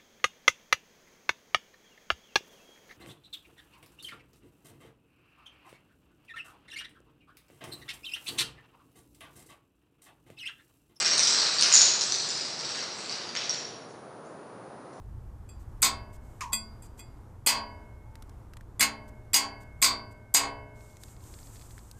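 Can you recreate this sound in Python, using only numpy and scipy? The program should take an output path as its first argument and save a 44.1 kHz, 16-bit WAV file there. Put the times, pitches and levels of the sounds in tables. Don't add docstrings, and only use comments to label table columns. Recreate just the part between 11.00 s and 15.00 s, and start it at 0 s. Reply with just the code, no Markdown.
import sys
import numpy as np
from scipy import signal
from scipy.fft import rfft, irfft, next_fast_len
from scipy.io import wavfile

SR = 44100
rng = np.random.default_rng(int(sys.argv[2]) if len(sys.argv) > 2 else 0)


def dump_mix(stems):
    frames = np.atleast_2d(stems).T
    limited = np.clip(frames, -1, 1)
    pcm = np.round(limited * 32767).astype(np.int16)
    wavfile.write(sys.argv[1], SR, pcm)


N = 176400
TICK_T60_S = 0.032
TAIL_DB, EARLY_DB = 1, -6.5


def tumbling(contacts_per_s=330, scatter_db=5):
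    # t/s, thud/dB, clack/dB, tick/dB
    envelopes = [(0, -29.5, -24, -39), (.15, -36.5, -27.5, -43), (.27, -34.5, -25, -31.5),
                 (.43, -34.5, -25.5, -40.5), (.55, -38.5, -34.5, -41), (.63, -33.5, -24.5, -40),
                 (.71, -30.5, -27.5, -34), (.77, -32, -23.5, -32), (.85, -35.5, -23, -41),
                 (.95, -40, -35.5, -60), (1.03, -44.5, -34.5, -39.5), (1.33, -42.5, -33.5, -44.5),
                 (1.55, -46.5, -38, -52), (1.75, -40.5, -36, -49), (1.9, -49.5, -41.5, -60),
                 (1.97, -47.5, -42, -46.5), (2.14, -41.5, -37, -52), (2.28, -45.5, -48, -65.5),
                 (2.4, -52, -40.5, -56), (2.54, -44.5, -41, -70.5), (2.64, -57.5, -61.5, -77),
                 (2.8, -97.5, -85.5, -91.5)]
    # f/Hz, level/dB
    thud = [(90, -45), (160, -15.5), (400, -6.5), (800, -3), (1400, 3), (2100, 1.5), (2800, 3), (3700, 1.5)]
    clack = [(3400, -12.5), (3900, 0), (4700, 3), (5250, -1.5), (5600, 3.5), (6100, -5), (6800, -7.5)]
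    tick = [(6500, 15), (7300, 25.5), (8000, 23.5), (8700, 16), (9400, 4.5), (10200, -41), (11400, -79)]
    times_s, *levels_db = np.transpose(envelopes)
    count = int(contacts_per_s * N / SR)
    starts = ((np.arange(count) + rng.random(count)) * N / count).astype(int)
    sizes = amp(scatter_db * np.clip(rng.standard_normal(count), -2, 2))
    parts = [rattle(starts, sizes, thud, t60_s=0.0073),
             rattle(starts, sizes, clack, t60_s=0.024),
             rattle(starts, sizes, tick, TICK_T60_S)]
    t = np.arange(N) / SR
    clatter = sum(amp(np.interp(t, times_s, db)) * part for db, part in zip(levels_db, parts))
    room_gain = np.sqrt(1 + amp(TAIL_DB) ** 2 + amp(EARLY_DB) ** 2)
    return clatter / room_gain


def landings(base_t60_s=0.017, t60_growth_per_db=0.03, mode_split=0.005):
    # t/s, level/dB, ring f/Hz, ring re crack/dB
    impacts = [(.001,-14,7740,2.5), (0.0478,-9,5560,-1), (0.0614,-6.5,5570,4.5), (0.1122,-9.5,5580,7.5),
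               (.18,-9,8500,-3), (.194,-4,5660,-8), (.2335,-6.5,5100,-4), (0.273,-7,5710,0.5),
               (.279,-7,5010,1), (0.33,-14,5570,8), (0.3968,-15,4760,3), (0.418,-13,4500,3.5),
               (0.585,-11.5,4610,8), (0.594,-10.5,5150,-7), (.611,-7.5,8740,-7), (.624,-3,4900,-12),
               (.633,-7.5,5100,-6), (0.6465,-12,5460,-2), (.726,-3.5,6780,4), (0.7384,-1,6740,8),
               (0.744,-2.5,7040,13), (.747,-7.5,4700,0), (.754,-2,6170,5), (0.7623,-1,6760,0),
               (0.7766,-3.5,5480,9), (0.7928,-6.5,6900,14), (0.8167,-3,6670,2), (.83,-11,6830,7),
               (1.011,-10,5940,-10), (1.018,-11.5,5520,2), (1.038,-14.5,5740,-14), (1.1223,-8.5,6000,2),
               (1.143,-13,4750,-1.5), (1.289,-18,7120,5), (1.304,-16,5120,6), (1.352,-19,5130,8),
               (1.41,-18.5,5020,10), (1.592,-22,5550,5), (1.8053,-21.5,4330,-1), (2.096,-21.5,4600,2),
               (2.1258,-21,4770,-1), (2.291,-20,4730,7), (2.372,-17,5520,9), (2.393,-24,4840,8),
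               (2.438,-24,5700,6), (2.495,-11.5,5610,10), (2.5073,-18,5610,-2), (2.54,-27,7150,10),
               (2.546,-20,4400,-6)]
    # f/Hz, level/dB
    crack_spectrum = [(200, -20), (1200, -17), (3200, -1), (4300, 9), (6000, 10.5), (7200, -8), (8600, -15),
                      (9800, -9.5), (11400, -16.5)]
    modes = [(1 - mode_split, 0), (1 + mode_split / 2, 0), (1.4, -19)]
    t = np.arange(SR // 20) / SR
    hits = []
    for start_s, level_db, hz, ring_db in impacts:
        t60_s = base_t60_s * np.exp(t60_growth_per_db * ring_db)
        tone = sum(amp(db) * np.sin(2 * np.pi * hz * ratio * t) for ratio, db in modes)
        ring = 0.36 * tone * struck(t, t60_s)
        crack = burst(t, crack_spectrum, t60_s=0.0047)
        hit = (crack + amp(ring_db) * ring) / np.hypot(1, amp(ring_db))
        hits.append((start_s, amp(level_db) * hit))
    return hits


def knocks():
    # t/s, peak/dB, T60/s
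    blows = [(2.3525, -15.5, 0.0019), (2.364, -17.5, 0.0097), (2.370, -20, 0.0099), (2.388, -23, .008),
             (2.405, -23.5, .008), (2.419, -22, 0.01)]
    # f/Hz, level/dB
    hollow = [(200, -14), (900, -10), (1700, 1), (2800, 3.5), (3600, 7), (4400, 2), (6500, 1), (8500, -35),
              (11000, -52)]
    t = np.arange(SR // 30) / SR
    return [(start_s, amp(db) * burst(t, hollow, t60_s)) for start_s, db, t60_s in blows]


def scuffs(grains_per_s=300, rise_s=0.012):
    # t/s, gain/dB
    swells = [(2.885, -49.5), (3.245, -52), (3.92, -50)]
    # f/Hz, level/dB
    spectrum = [(2500, -7), (4500, -6.5), (6200, 6.5), (7200, 2), (8800, -17)]
    count = int(grains_per_s * N / SR)
    grains = rattle(rng.integers(0, N, count), rng.exponential(size=count), spectrum, TICK_T60_S)
    t = np.arange(N) / SR
    ages = [(np.maximum(t - start_s, 0) / rise_s, db) for start_s, db in swells]
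    return grains * sum(amp(db) * age * np.exp(-age) for age, db in ages)


def background(rush_db=-44.5, whine_db=-62, whine_hz=9410):
    # f/Hz, relative density/dB
    spectrum = [(25, -35.5), (50, -19.5), (85, -11.5), (115, -4), (220, -5), (380, -2), (620, -3.5),
                (1260, -10), (2160, -24), (3200, -31.5), (4500, -30.5), (6600, -34.5), (8750, -45.5),
                (10500, -61)]
    rush = coloured(rng.standard_normal(N), spectrum)
    whine = unit(np.sin(2 * np.pi * whine_hz * np.arange(N) / SR))
    return amp(rush_db) * rush + amp(whine_db) * whine


def room_response(wall_delay_s=0.004, early_t60_s=0.067):
    # f/Hz, T60/s
    decay = [(150, 0.3), (1300, 1.3), (3500, 0.99), (5500, 0.74), (7000, 0.75), (10000, 0.47)]
    hz, t, noise_bands = signal.stft(rng.standard_normal(SR), SR, nperseg=256)
    tail_bands = noise_bands * fade(t, along(decay, hz)[:, None])
    tail = signal.istft(tail_bands, SR, nperseg=256)[1][:SR]
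    early = rng.standard_normal(SR // 5) ** 3
    early *= fade(np.arange(SR // 5) / SR, early_t60_s)
    response = np.zeros(SR)
    response[0] = 1
    add(response, wall_delay_s, amp(TAIL_DB) * tail / np.linalg.norm(tail))
    add(response, wall_delay_s, amp(EARLY_DB) * early / np.linalg.norm(early))
    return response


def in_room(sounds, spot_count=7):
    spots = np.zeros((spot_count, N))
    for k, (start_s, x) in enumerate(sounds):
        add(spots[k % spot_count], start_s, x)
    return sum(signal.fftconvolve(x, room_response())[:N] for x in spots)


def pieces(x, count=40):
    step = N // count
    return [(i / SR, x[i:i + step]) for i in range(0, N, step)]


def rattle(starts, sizes, spectrum, t60_s, mode_count=5):
    t = np.arange(SR // 100) / SR
    hz = rng.uniform(spectrum[0][0], spectrum[-1][0], (len(starts), mode_count, 1))
    grains = sizes[:, None] * np.sin(2 * np.pi * hz * t).sum(1) * fade(t, t60_s)
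    indices = starts[:, None] + np.arange(len(t))
    train = np.bincount(indices.ravel(), grains.ravel(), N)[:N]
    return coloured(train, spectrum)


def burst(t, spectrum, t60_s):
    crack = coloured(rng.standard_normal(len(t)), spectrum) * struck(t, t60_s)
    return crack / np.abs(crack).max()


def struck(t, t60_s, attack_s=0.000165):
    return (1 - np.exp(-t / attack_s)) * fade(t, t60_s)


def fade(t, t60_s):
    return amp(-60 * t / t60_s)


def amp(db):
    return 10 ** (np.asarray(db) / 20)


def unit(x):
    return x / np.sqrt(np.mean(x ** 2) + 1e-20)


def along(points, hz):
    points_hz, values = np.transpose(points)
    return np.interp(np.log(hz + 1), np.log(points_hz + 1), values)


def filtered(x, gain_at_hz):
    size = next_fast_len(len(x) + 4096)
    hz = np.fft.rfftfreq(size, 1 / SR)
    return irfft(rfft(x, size) * gain_at_hz(hz), size)[:len(x)]


def coloured(x, spectrum):
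    return unit(filtered(x, lambda hz: amp(along(spectrum, hz))))


def add(out, start_s, x):
    i = max(0, round(start_s * SR))
    out[i:i + len(x)] += x[:len(out) - i]


def scene():
    steady = background()
    sounds = landings() + knocks() + pieces(tumbling() + scuffs())
    return (steady + in_room(sounds))[None]


def record(dry, ceiling=1.1, band_limit_hz=11450):
    # f/Hz, gain/dB
    microphone = [(20, -14), (50, -7.5), (90, -8), (120, -1.5), (8800, -1), (9500, -6), (10100, -9.5),
                  (11400, -14.5)]
    picked_up = filtered(dry[0], lambda hz: amp(along(microphone, hz)))
    rounded = picked_up / (1 + np.abs(picked_up / ceiling) ** 6) ** (1 / 6)
    return filtered(rounded, lambda hz: hz < band_limit_hz)[None]


dry = scene()
out = record(dry)
dump_mix(out)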